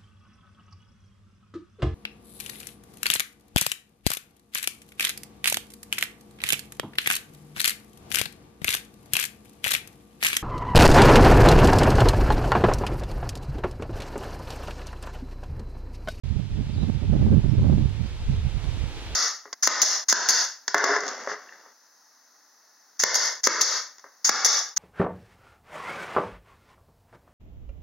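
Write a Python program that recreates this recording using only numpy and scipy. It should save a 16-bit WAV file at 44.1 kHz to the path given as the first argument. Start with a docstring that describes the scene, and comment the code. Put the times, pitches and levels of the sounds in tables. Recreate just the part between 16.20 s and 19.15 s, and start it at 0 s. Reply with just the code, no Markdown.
"""A breezy paddock, with a stereo microphone standing out in the wind. Gusts buffet its two ports,
the exposed right one hardest, with a lumpy rumble that opens up as they peak. Behind it a row of
tall trees hisses ever louder as the wind fills the leaves; a small bird chirps far off and a few
twigs tick."""
import sys
import numpy as np
from scipy import signal
from scipy.fft import rfft, irfft
from scipy.io import wavfile
from scipy.ndimage import uniform_filter1d

SR = 44100
rng = np.random.default_rng(int(sys.argv[2]) if len(sys.argv) > 2 else 0)


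def int16_out(signal):
    """Quantize to a 16-bit WAV file."""
    q = np.round(np.clip(np.atleast_2d(signal).T, -1, 1) * 32767)
    wavfile.write(sys.argv[1], SR, q.astype(np.int16))


N = 130095


def from_db(db):
    """Decibels to gain."""
    return 10 ** (np.asarray(db) / 20)


def rms_one(x):
    """Scale to unit power."""
    return x / np.sqrt(np.mean(x ** 2) + 1e-20)


def in_time(rows):
    """Read (seconds, value) rows at every sample."""
    return np.interp(np.arange(N) / SR, *np.transpose(rows))


def at_hz(points, hz):
    """Read a table on a log-frequency axis."""
    f, value = np.transpose(points)
    return np.interp(np.log(hz), np.log(f), value)


def pan(db):
    """Left and right gains for a left-minus-right level."""
    return from_db(np.array([[db], [-db]]) / 2)


def drift(hz):
    """A smooth random wander of unit power, mostly slower than hz."""
    step, settle = 40, 2000
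    pole = np.exp(-2 * np.pi * hz * step / SR)
    noise = rng.standard_normal(N // step + settle + 2)
    slow = signal.lfilter([1], [1, -2 * pole, pole * pole], noise)[settle:]
    return np.interp(np.arange(N) / step, np.arange(len(slow)), rms_one(slow))


def band(x, low, high):
    """Butterworth band-pass."""
    return signal.sosfilt(signal.butter(2, [low, high], "band", fs=SR, output="sos"), x)


# A small bird far off, a little to the right. Each row: start in seconds, length in seconds,
# first, middle and last pitch in Hz, level in dB before the echo.
BIRD_NOTES = [(0.528, 0.036, 4640, 4670, 3620, -54), (.572, 0.012, 3690, 3880, 3750, -47.5),
              (.602, 0.038, 3520, 4000, 3480, -49), (0.644, 0.028, 3430, 3440, 3280, -55),
              (1.282, 0.035, 5500, 5400, 5480, -58), (1.34, 0.019, 5460, 5220, 4800, -64),
              (1.855, .03, 4260, 4840, 4950, -56)]


def distant_bird(warble_share=0.012, echo_db=1, echo_t60_s=0.16):
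    """Short whistles with a rough warble, scattered by the trees."""
    song = np.zeros(N)
    for start, length, first, middle, last, db in BIRD_NOTES:
        u = np.linspace(0, 1, int(length * SR))
        hz = np.polyval(np.polyfit([0, .5, 1], [first, middle, last], 2), u)
        hz = hz * (1 + warble_share * drift(hz=250)[:len(u)])
        swell = from_db(db) * np.sqrt(np.abs(np.sin(np.pi * u)))
        i = int(start * SR)
        song[i:i + len(u)] += swell * np.sin(2 * np.pi * np.cumsum(hz) / SR)
    t = np.arange(SR // 2) / SR
    scatter = rng.standard_normal((2, len(t))) * np.exp(-np.log(1000) * t / echo_t60_s)
    scatter = scatter / np.linalg.norm(scatter, axis=1, keepdims=True)
    echo = from_db(echo_db) * signal.fftconvolve(song[None], scatter)[:, :N]
    return (song + echo) * pan(-2.5)


# Faint twigs, heard in the centre. Each row: start in seconds, level in dB, pitch in Hz.
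TWIG_TICKS = [(1.696, -56, 7000), (2.168, -57, 6100), (2.442, -40.5, 3620)]
# What a twig rings with. Each row: multiple of its pitch, relative level in dB.
WOOD_MODES = [(.29, -0.5), (1, 0), (1.19, -2), (1.68, -14)]


def twigs(t60_s=0.022):
    """Dry ticks: a few wooden modes that die at once."""
    out = np.zeros(N)
    t = np.arange(SR // 10) / SR
    for start, db, hz in TWIG_TICKS:
        ring = sum(from_db(db + mode_db) * np.sin(2 * np.pi * hz * ratio * t)
                   for ratio, mode_db in WOOD_MODES)
        i = int(start * SR)
        out[i:i + len(t)] += ring * np.exp(-np.log(1000) * t / t60_s)
    return out


# Wind rising in the far row of trees. Each row: time in seconds, level in dB.
TREE_WIND = [(0, -50), (.5, -49), (1.0, -48), (1.6, -47), (2.0, -46.5), (2.35, -45), (2.65, -43),
             (2.95, -42)]
# The leaves in full wind. Each row: frequency in Hz, relative spectral density in dB.
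LEAF_SPECTRUM = [(100, -7.5), (200, -8), (300, -2), (350, 0), (520, -4), (630, -8.5), (900, -4.5),
                 (1040, -10), (1270, -9.5), (1800, -10.5), (2310, -8.5), (3610, -9), (5380, -15.5),
                 (6250, -17), (11930, -34), (15300, -43.5)]
# How each range follows the wind. Each row: frequency in Hz, dB of hiss per dB of wind.
LEAF_RESPONSE = [(300, 1.27), (1000, 1.035), (3500, 0.81), (6000, 0.89), (12000, 1.02)]
# How alike the hiss is at the two ports. Each row: frequency in Hz, likeness from 0 to 1.
LEAF_COHERENCE = [(200, 1), (700, 1), (1500, 0.76), (3000, 0.53), (6000, 0.49), (12000, .15)]


def leaves(left_lag_s=.00007, flutter_hz=4.3):
    """Countless far leaves merge into a wide hiss that fills out and flutters with the wind."""
    hz = np.maximum(np.fft.rfftfreq(N, 1 / SR), 1)
    white = rfft(rng.standard_normal((3, N)))
    alike = at_hz(LEAF_COHERENCE, hz)
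    lag = np.exp(-2j * np.pi * hz * np.array([[left_lag_s], [0]]))
    colour = rms_one(from_db(at_hz(LEAF_SPECTRUM, hz)))
    hiss = (np.sqrt(alike) * white[2] * lag + np.sqrt(1 - alike) * white[:2]) * colour
    wind_db, together, out = in_time(TREE_WIND), drift(flutter_hz), 0
    centres = np.geomspace(250, 14000, 9)
    for centre, weights in zip(centres, np.eye(len(centres))):
        hiss_band = irfft(hiss * np.interp(np.log(hz), np.log(centres), weights), N)
        swing_db = at_hz(LEAF_RESPONSE, centre) * (wind_db - wind_db.max())
        flutter_db = (together + drift(flutter_hz)) / 2
        out = out + hiss_band * from_db(swing_db + flutter_db)
    return out * from_db(wind_db.max()) * pan(-0.9)   # the trees stand to the right


def port_pressure(gust, buffets):
    """Each buffet swells and dies as a bell on top of the gust: level and extra rasp, both in dB."""
    t, power, rasp_db = np.arange(N) / SR, from_db(in_time(gust)) ** 2, 0
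    for peak_s, width_s, peak_db, edge_db in buffets:
        bell = .5 ** ((2 * (t - peak_s) / width_s) ** 2)
        power = power + from_db(peak_db) ** 2 * bell
        rasp_db = rasp_db + edge_db * bell
    return 10 * np.log10(power), rasp_db


# Rumble right at a port. Each row: multiple of the eddy rate, relative spectral density in dB.
RUMBLE_SPECTRUM = [(.1, -12), (.3, -3.5), (.65, 2.5), (1, -1.2), (1.5, -11), (2.2, -22.5), (4, -36.5),
                   (8, -53), (20, -71.5)]
GUST_REFERENCE_DB, EDDY_OCTAVES_PER_DB = -18, 0.03   # harder gusts are brighter


def port_rumble(gust, buffets, eddy_rate, shared, tilt_db_per_octave=0, likeness=0.22):
    """Turbulence at one port: half-octave bands of eddies whose roll-off rises with the gust."""
    level_db, rasp_db = port_pressure(gust, buffets)
    eddy_hz = in_time(eddy_rate) * 2 ** (EDDY_OCTAVES_PER_DB * (level_db - GUST_REFERENCE_DB))
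    white = np.sqrt(likeness) * shared + np.sqrt(1 - likeness) * rng.standard_normal((2, N))
    edges_hz = 20 * 2 ** np.arange(0, 7.1, .5)
    sputter_db = 4 * drift(hz=220)   # the small eddies come in quick bursts
    out, power = 0, 0
    for k, (low, high) in enumerate(zip(edges_hz, edges_hz[1:])):
        ratio = np.sqrt(low * high) / eddy_hz
        octaves = np.log2(ratio)
        gain = from_db(at_hz(RUMBLE_SPECTRUM, ratio) + tilt_db_per_octave * octaves) * np.sqrt(high - low)
        bursts = from_db((rasp_db + sputter_db) * np.clip(octaves, 0, 2) / 2)
        eddies = rms_one(band(band(white[k % 2], low, high), low, high))
        out = out + gain * bursts * eddies
        power = power + gain ** 2
    out = out / np.sqrt(power)
    steady = out / np.sqrt(uniform_filter1d(out ** 2, size=SR // 45) + 1e-9)
    lumps_db = 1.5 * drift(hz=30)
    return steady * from_db(level_db + lumps_db)


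# Gusts on the sheltered left port and the exposed right one. Each row: time in seconds, level in dB.
LEFT_GUSTS = [(0.05, -38), (0.16, -47), (0.26, -46), (0.34, -40), (0.45, -32), (0.51, -38), (0.56, -29),
              (0.72, -41), (0.81, -41), (0.89, -26), (0.95, -28.5), (1.03, -27.5), (1.16, -29.5),
              (1.34, -36.5), (1.43, -30), (1.52, -24), (1.64, -28), (1.77, -41.5), (1.99, -35),
              (2.06, -29.5), (2.2, -27), (2.27, -37), (2.31, -43), (2.5, -40), (2.54, -34.5), (2.71, -40.5),
              (2.93, -37.5)]
RIGHT_GUSTS = [(0.05, -25), (0.22, -26), (0.3, -27.5), (0.35, -22.5), (0.42, -25.5), (0.49, -25.5),
               (0.56, -28.5), (0.66, -21.5), (0.79, -24.5), (0.87, -23), (0.93, -15.5), (1.0, -27),
               (1.16, -17), (1.21, -24.5), (1.36, -19.5), (1.47, -18), (1.57, -15.5), (1.67, -18.5),
               (1.74, -26), (1.84, -20.5), (1.89, -28.5), (1.99, -32), (2.025, -27.5), (2.06, -35),
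               (2.12, -25.5), (2.3, -27), (2.41, -29), (2.46, -24), (2.55, -26), (2.67, -23.5), (2.71, -34),
               (2.84, -36.5), (2.93, -31)]
# Rate of the smallest strong eddies, above which the rumble falls away; the sheltered port hears
# larger, slower ones. Each row: time in seconds, rate in Hz at the reference gust level.
LEFT_EDDIES = [(0.05, 90.5), (0.35, 62), (0.8, 98), (1.12, 136.5), (1.251, 149), (1.55, 134), (1.85, 115),
               (2.08, 74.4), (2.93, 91)]
RIGHT_EDDIES = [(0.05, 124), (0.22, 165), (0.4, 150), (0.48, 149), (0.63, 180), (0.72, 154), (0.86, 130),
                (1.029, 154.5), (1.22, 145.8), (1.5, 140), (1.68, 123), (1.85, 133), (2.03, 94),
                (2.14, 135), (2.22, 122), (2.35, 101), (2.5, 115), (2.93, 92.5)]
# Single eddies that slap a port. Each row: time of the peak in seconds, width in seconds,
# peak level in dB, extra rasp in dB.
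LEFT_BUFFETS = [(0.336, .03, -30, 5), (1.006, 0.022, -18.5, 4), (1.085, 0.017, -20, -1),
                (1.129, 0.011, -15, 3), (1.402, .035, -18, -4), (2.055, 0.02, -23, -7),
                (2.105, .03, -26, 3.5), (2.255, 0.028, -28, 0)]
RIGHT_BUFFETS = [(0.115, 0.014, -15, -15), (0.167, 0.0091, -17.5, -5), (0.198, 0.017, -26, 5),
                 (0.402, 0.036, -21, 4), (.578, 0.046, -22, 6.5), (0.632, 0.022, -17, -0.5),
                 (0.7, 0.0058, -12.5, -1), (0.761, 0.012, -21.5, 0), (.84, 0.034, -21, 5),
                 (0.902, 0.017, -12.5, -14), (0.931, 0.017, -19, 9.5), (0.96, 0.036, -15, 4.5),
                 (1.02, 0.03, -13, 10), (1.053, 0.02, -11, -6), (1.08, 0.026, -22.5, 14),
                 (1.129, 0.032, -9.5, 3.5), (1.17, 0.034, -10.5, -4.5), (1.25, 0.02, -15, 6.5),
                 (1.288, 0.018, -15.5, -9), (1.328, 0.017, -13, -8), (1.387, 0.013, -12, 4),
                 (1.437, 0.048, -15.5, 5), (1.468, 0.01, -27, 8), (1.505, 0.015, -11.5, 5),
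                 (1.53, .02, -12, 2.5), (1.622, 0.0094, -15, -13), (1.654, 0.0083, -11.5, -8),
                 (2.098, 0.021, -14, -11.5), (2.138, 0.016, -14.5, -3), (2.185, 0.018, -17.5, -9),
                 (2.264, 0.028, -19, -6.5), (2.366, 0.023, -19.5, -14), (2.486, 0.018, -19.5, -10),
                 (2.618, 0.047, -24, -11)]


def wind_on_microphone():
    """Wind strikes both ports; each has mostly its own turbulence."""
    shared = rng.standard_normal((2, N))
    left = port_rumble(LEFT_GUSTS, LEFT_BUFFETS, LEFT_EDDIES, shared, tilt_db_per_octave=2)
    right = port_rumble(RIGHT_GUSTS, RIGHT_BUFFETS, RIGHT_EDDIES, shared)
    return np.array([left, right])


def scene():
    """Wind on the microphone, in front of the trees, the bird and the twigs."""
    return wind_on_microphone() + leaves() + distant_bird() + twigs()


def record(dry, silence_s=.034, fade_s=.004, cutoff_hz=15800):
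    """The sound opens after a moment of silence; the highest treble is cut."""
    opening = np.clip((np.arange(N) / SR - silence_s) / fade_s, 0, 1)
    low_pass = signal.ellip(10, .1, 80, cutoff_hz, fs=SR, output="sos")
    return signal.sosfilt(low_pass, dry * opening)


dry = scene()
out = record(dry)
int16_out(out)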